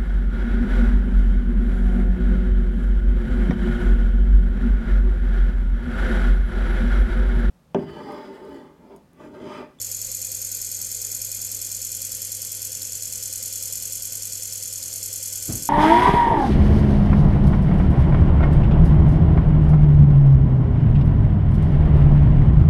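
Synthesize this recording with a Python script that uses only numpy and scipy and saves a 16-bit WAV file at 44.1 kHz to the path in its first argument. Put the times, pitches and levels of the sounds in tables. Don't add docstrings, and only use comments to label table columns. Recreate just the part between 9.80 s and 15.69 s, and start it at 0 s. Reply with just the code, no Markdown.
import sys
import numpy as np
from scipy import signal
from scipy.fft import rfft, irfft, next_fast_len
from scipy.io import wavfile
from scipy.ndimage import uniform_filter1d, map_coordinates

SR = 44100
rng = np.random.default_rng(int(sys.argv[2]) if len(sys.argv) > 2 else 0)


def log_audio(samples):
    frames = np.atleast_2d(samples).T
    limited = np.clip(frames, -1, 1)
    pcm = np.round(limited * 32767).astype(np.int16)
    wavfile.write(sys.argv[1], SR, pcm)


N = 259749
TIME = np.arange(N) / SR
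TURN_S, FIRST_TURN_S, MAINS_HZ = .10022, .0398, 50

# frequency_hz, gain_db
CHURN_COLOUR = [(20, -6.5), (37, -6.5), (60, -7), (120, -7), (170, -12), (300, -12), (380, -15.5),
                (520, -12), (660, -16), (820, -23.5), (1200, -21.5), (2500, -19), (5000, -51)]
# multiple (of twice the mains frequency), level_db
HUM_HARMONICS = [(1, -50.5), (2, -64), (5, -66), (8, -78.5), (9, -84.5), (13, -80.5), (15, -67),
                 (17, -78.5), (18, -74.5), (20, -75), (24, -66), (27, -68.5)]
# cycles_per_turn, level_db, place_turns, length_turns
DRIVE_TONES = [(3.59, -65, 0.4, 3), (22.6, -80, 0.1, 1.2), (29.9, -72, 0, 1.7), (45, -64, 0.48, 0.69),
               (50.2, -60, 0.13, 0.066), (47, -68, 0.25, 0.08), (47.9, -72, 0.86, 0.076),
               (66.6, -71.5, 0.85, 0.59)]
# time_s, gain_db
GROAN_SPELLS = [(.1, -1), (.3, 1.5), (.7, 0), (.8, -10), (1.1, -10), (1.2, -1.5), (1.5, 2), (1.6, -4),
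                (1.9, -7), (2.0, 3.5), (2.1, -6), (2.2, 1.5), (2.4, 1), (2.7, -6), (2.9, 1.5), (3.2, -4),
                (3.4, .5), (3.7, -3), (3.8, 3), (4.0, -5), (4.1, 1), (4.5, -1), (5.3, 1), (5.4, 3),
                (5.5, -2)]
# start_s, level_db, pitch_hz
MIC_BUMPS = [(5.688, -29, 139), (5.702, -19, 246), (5.718, -26, 215), (5.734, -24.5, 117), (5.749, -33, 57),
             (5.769, -33, 110), (5.816, -37, 154)]
# frequency_hz, gain_db
SCUFF_COLOUR = [(25, -10), (60, 7), (170, 6), (290, 7.5), (420, -4.5), (620, -8.5), (900, -17), (1500, -21),
                (3000, -23), (6000, -60)]
# time_s, lag_ms
SHAFT_LAG = [(0.08, 2.5), (0.49, 3.3), (0.99, 0.9), (1.39, 1.2), (1.79, -0.8), (2.29, 0.7), (2.79, -0.7),
             (3.09, 0.9), (3.19, 3.1), (3.39, 5.8), (3.59, 6.3), (3.69, 5.8), (4.19, 0.6), (4.39, -0.1),
             (4.59, 0.2), (5.0, 3.6), (5.2, 4.3), (5.3, 4.0), (5.8, -2.4)]
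# time_s, gain_db
RUB_PRESSURE = [(0, 0), (0.35, 0), (0.95, 0.5), (2.3, -0.4), (3.05, -1), (3.85, 0.6), (4.3, -0.24),
                (5.15, -0.5), (5.5, 0.4)]
# start_s, level_db (ahead of the low cut), pitch_hz
SHAFT_SNAGS = [(2.3151, -38, 4700), (3.0165, -30, 5000), (4.4195, -38, 4200), (5.0255, -30, 5300),
               (5.1228, -37, 4400)]
# place_turns, length_turns, level_db (against the hiss), pitch_hz
STEEL_SQUEAKS = [(.037, .011, 2, 6500), (.042, .012, -4, 8440), (.052, .006, 3, 11600),
                 (.054, .018, -3, 10590), (.056, .012, 3, 6750), (.072, .03, 4, 7020),
                 (.102, .008, -3, 11700), (.128, .016, -3, 7020), (.216, .01, -6, 10500),
                 (.232, .008, 4, 11500), (.266, .014, -3, 6420), (.268, .014, -3, 11670),
                 (.326, .012, -2, 6330), (.494, .018, 2, 7300), (.598, .012, 1, 6330),
                 (.69, .022, -13, 4900), (.724, .01, -4, 6200), (.733, .007, 6.5, 11850),
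                 (.747, .016, 5.8, 7020), (.748, .014, -2, 9300), (.75, .044, -3, 5455),
                 (.76, .012, -3, 12060), (.772, .012, -2, 7050), (.778, .009, -2, 11670),
                 (.792, .01, -1, 7320), (.824, .014, -2, 6370), (.828, .014, -9, 4400),
                 (.836, .016, -4, 8100), (.842, .016, -0.5, 7040), (.846, .022, -7, 9300),
                 (.858, .01, -1, 7620), (.982, .014, -2, 6370), (.985, .02, -12, 4450)]
# place_turns, length_turns, rasp_gain_db, zing_gain_db
ROUGH_SPOTS = [(.036, .085, 8, 13.5), (.212, .04, 5.5, 7), (.258, .075, 5.5, 9.5), (.472, .03, -1.5, 5),
               (.565, .06, -8, 4), (.724, .07, 7.5, 12.5), (.822, .07, 5.5, 8.5), (.978, .016, 1, 6)]
# start_s, end_s
BITE_SPELLS = [(.3, .8), (1.3, 1.8), (2.0, 2.9), (3.5, 4.5), (5.1, 5.9)]
# frequency_hz, gain_db
FRICTION_COLOUR = [(700, -40), (1600, -20), (2600, -11), (3700, -7), (4200, -2), (5500, -2), (6600, 3),
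                   (7600, 1), (8900, -1), (10800, -2.5), (12200, -8), (13850, -6.5), (14100, -40),
                   (15600, -18.5)]
# pitch_hz, width_hz, first_db, second_db
STEEL_MODES = [(2170, 76, 8, 9), (2294, 52, -11.5, -13), (2446, 88, 9.5, 7), (2830, 135, -11.5, -2),
               (3370, 430, 3.5, 6.5), (3804, 123, -13, -16.5), (4086, 130, 4, 6), (4420, 80, -2, 3),
               (4470, 140, 2.5, 2.5), (5170, 120, 2, 2.5), (5420, 55, 1.5, 5.5), (5890, 290, -6, 2),
               (6120, 25, 11, 1.5), (6560, 124, 10, 5), (6848, 40.5, -10.5, -13), (7022, 66, 14.5, 12),
               (7370, 60, 3, 9), (7790, 33, 9.5, 10.5), (8170, 38, 9.5, 3), (9470, 280, -8, 4),
               (9970, 240, 0.5, -5.5), (10500, 300, -1.5, 2.5), (10900, 230, -1.5, -2),
               (11490, 250, 1.5, 5), (11970, 69, 12, 11), (12300, 170, 2, 4), (12650, 300, 7, -3.5),
               (12950, 230, -7, 6.5), (13300, 220, -2, -7), (13660, 120, 6, 2.5)]
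# time_s, position (0 first, 1 second)
MIC_POSITION = [(0, 0.092), (1.5, 0.11), (2.3, 0.86), (5.89, 0.89)]


def from_db(db):
    return 10 ** (np.asarray(db) / 20)


def unit_rms(x):
    return x / np.sqrt(np.mean(x ** 2) + 1e-20)


def curve(rows):
    return np.interp(TIME, *np.transpose(rows))


def drift(rate_hz):
    return np.interp(TIME * rate_hz, np.arange(2000), rng.standard_normal(2000))


def coloured(x, spectrum):
    hz, db = np.transpose(spectrum)
    size = next_fast_len(N + 4096)
    bins_hz = np.maximum(np.fft.rfftfreq(size, 1 / SR), 1)
    gain = from_db(np.interp(np.log(bins_hz), np.log(hz), db))
    return irfft(rfft(x, size) * gain, size)[:N]


def low_cut(x, hz, order):
    return signal.sosfilt(signal.butter(order, hz, "high", fs=SR, output="sos"), x)


def evened(x):
    return x / np.sqrt(uniform_filter1d(x ** 2, size=70) + 1e-9)


def even_band(x, hz, octaves):
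    edges = np.clip([hz * 2 ** (-octaves / 2), hz * 2 ** (octaves / 2)], 10, .45 * SR)
    return evened(signal.sosfilt(signal.butter(2, edges, "band", fs=SR, output="sos"), x))


def peak(x, hz, width_hz, db):
    damping, tuning = np.pi * width_hz / SR, -2 * np.cos(2 * np.pi * hz / SR)
    zero, pole = damping * from_db(max(db, 0)), damping * from_db(max(-db, 0))
    return signal.lfilter([1 + zero, tuning, 1 - zero], [1 + pole, tuning, 1 - pole], x)


def turns_past(turns, place):
    return (turns - place + .5) % 1 - .5


def passing(turns, place, length):
    return np.exp(-np.minimum(2 * (turns_past(turns, place) / length) ** 2, 30))


def paint_churn(level_db, swell_db):
    swell = from_db(level_db + swell_db * drift(20))
    return swell * unit_rms(coloured(rng.standard_normal(N), CHURN_COLOUR))


def motor_hum(waver_db):
    out = np.zeros(N)
    for multiple, db in HUM_HARMONICS:
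        phase = 2 * np.pi * (2 * MAINS_HZ * multiple * TIME + rng.random())
        out += np.sqrt(2) * np.sin(phase) * from_db(db + waver_db * np.log(1 + multiple) * drift(2.8))
    return out


def drive_tones(turns, waver_db, wander_cycles):
    out = np.zeros(N)
    for cycles, db, place, length in DRIVE_TONES:
        phase = 2 * np.pi * (cycles * turns + rng.random() + wander_cycles * drift(8.5))
        swell = passing(turns, place, length) * from_db(db + waver_db * drift(12))
        out += np.sqrt(2) * np.sin(phase) * swell
    return out


def drive_groan(turns, pitch_hz, level_db, sag_db_per_turn):
    start_turns, length_turns, edge_turns = .4, .35, .04
    past = (turns - start_turns) % 1
    gate = np.clip(np.minimum(past, length_turns - past) / edge_turns, 0, 1)
    phase = 2 * np.pi * (pitch_hz * TURN_S * past + .06 * drift(40))
    envelope_db = level_db + curve(GROAN_SPELLS) - sag_db_per_turn * past + drift(70)
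    return np.sqrt(2) * np.sin(phase) * gate * from_db(envelope_db)


def mic_handling(scuff_start_s, scuff_db, attack_s, fade_db_per_s, ring_cycles):
    since_s = TIME - scuff_start_s
    rise = np.clip(since_s / attack_s, 0, 1)
    fade = from_db(scuff_db - fade_db_per_s * np.maximum(since_s - attack_s, 0))
    out = rise * fade * unit_rms(coloured(rng.standard_normal(N), SCUFF_COLOUR))
    for start_s, db, hz in MIC_BUMPS:
        cycles = np.maximum(TIME - start_s, 0) * hz
        out += np.sin(2 * np.pi * cycles) * from_db(db - 60 * cycles / ring_cycles)
    return out


def bucket_echoes(x, echo_db, t60_s):
    delay_s = TIME[TIME < t60_s]
    echoes = rng.standard_normal(len(delay_s)) * from_db(-60 * delay_s / t60_s)
    return x + from_db(echo_db) * signal.fftconvolve(x, echoes / np.linalg.norm(echoes))[:N]


def steel_ring(x):
    first, second = x, x
    for hz, width_hz, first_db, second_db in STEEL_MODES:
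        first = peak(first, hz, width_hz, first_db)
        second = peak(second, hz, width_hz, second_db)
    position = curve(MIC_POSITION)
    return (1 - position) * unit_rms(first) + position * unit_rms(second)


def shaft_turns():
    lag_ms = uniform_filter1d(curve(SHAFT_LAG), size=SR // 10)
    return (TIME - FIRST_TURN_S - lag_ms / 1000) / TURN_S


def shaft_snags(decay_s, octaves):
    out = np.zeros(N)
    for start_s, db, hz in SHAFT_SNAGS:
        burst = (TIME > start_s) * np.exp(-np.abs(TIME - start_s) / decay_s)
        out += from_db(db) * burst * even_band(rng.standard_normal(N), hz, octaves)
    return low_cut(out, 3900, order=4)


def bite_gain(slack_db=-6.5):
    biting = sum((TIME > start_s) & (TIME < end_s) for start_s, end_s in BITE_SPELLS)
    return from_db(slack_db * (1 - biting))


def steel_squeaks(turns, sway_db, detune, wander_cycles):
    out = np.zeros(N)
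    for place, length, db, hz in STEEL_SQUEAKS:
        past_s = turns_past(turns, place) * TURN_S
        pitch_hz = hz * (1 + detune * drift(3))
        phase = 2 * np.pi * (pitch_hz * past_s + rng.random() + wander_cycles * drift(4))
        bite = bite_gain() if place < .15 and hz > 9000 else 1
        strength = bite * from_db(db + sway_db * drift(2.88))
        out += np.sqrt(2) * np.sin(phase) * passing(turns, place, length) * strength
    return out


def friction_force(turns, repeat_share, grit_db=2.5):
    size = round(TURN_S * SR)
    signs = rng.choice([-1, 1], (2, size))
    asperities = signs * from_db(grit_db * np.minimum(rng.exponential(1, (2, size)), 4))
    fresh, worn = [unit_rms(map_coordinates(surface, [turns % 1 * size], order=3, mode="grid-wrap"))
                   for surface in asperities]
    wear = np.pi * TIME / TIME[-1]
    repeating = np.cos(wear) * fresh + np.sin(wear) * worn
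    return np.sqrt(repeat_share) * repeating + np.sqrt(1 - repeat_share) * rng.standard_normal(N)


def friction_band(force, hz, octaves):
    energy_share = hz * octaves * np.log(2) / (SR / 2)
    return even_band(force, hz, octaves) * np.sqrt(energy_share)


def spot_contact(turns, place, length, attack_turns=.004):
    past = turns_past(turns, place)
    log_gain = np.where(past < 0, past / attack_turns, -np.abs(past / length) ** 1.5)
    return np.exp(np.maximum(log_gain, -30))


def shaft_rubbing(turns, flutter_db):
    smooth = evened(friction_force(turns, repeat_share=.3))
    rasp = friction_band(friction_force(turns, repeat_share=.72), hz=8500, octaves=1.15)
    zing = friction_band(friction_force(turns, repeat_share=.94), hz=11600, octaves=.42)
    scrapes = np.zeros(N)
    for spot, (place, length, rasp_db, zing_db) in enumerate(ROUGH_SPOTS):
        bite = bite_gain() if spot == 0 else 1
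        scrape = from_db(rasp_db) * rasp + from_db(zing_db) * bite * zing
        scrapes += scrape * spot_contact(turns, place, length) * from_db(flutter_db * drift(8.4))
    return smooth + low_cut(scrapes, 3500, order=6)


def scene():
    turns = shaft_turns()
    rubbing = coloured(shaft_rubbing(turns, flutter_db=.8), FRICTION_COLOUR)
    hiss = steel_ring(bucket_echoes(rubbing, echo_db=-12, t60_s=.06))
    squeaks = steel_squeaks(turns, sway_db=.6, detune=.0025, wander_cycles=.15)
    mix = from_db(-32 + curve(RUB_PRESSURE)) * (hiss + squeaks)
    mix += shaft_snags(decay_s=.0048, octaves=.84)
    mix += motor_hum(waver_db=.9)
    mix += drive_tones(turns, waver_db=3.5, wander_cycles=.11)
    mix += drive_groan(turns, pitch_hz=526, level_db=-53.9, sag_db_per_turn=16)
    mix += paint_churn(level_db=-54.5, swell_db=1.37)
    mix += mic_handling(scuff_start_s=5.676, scuff_db=-28.8, attack_s=.022, fade_db_per_s=130,
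                        ring_cycles=16)
    return np.tile(mix, (2, 1))


def record(dry):
    return signal.sosfilt(signal.ellip(12, .1, 80, 15800, fs=SR, output="sos"), dry)


dry = scene()
out = record(dry)
log_audio(out)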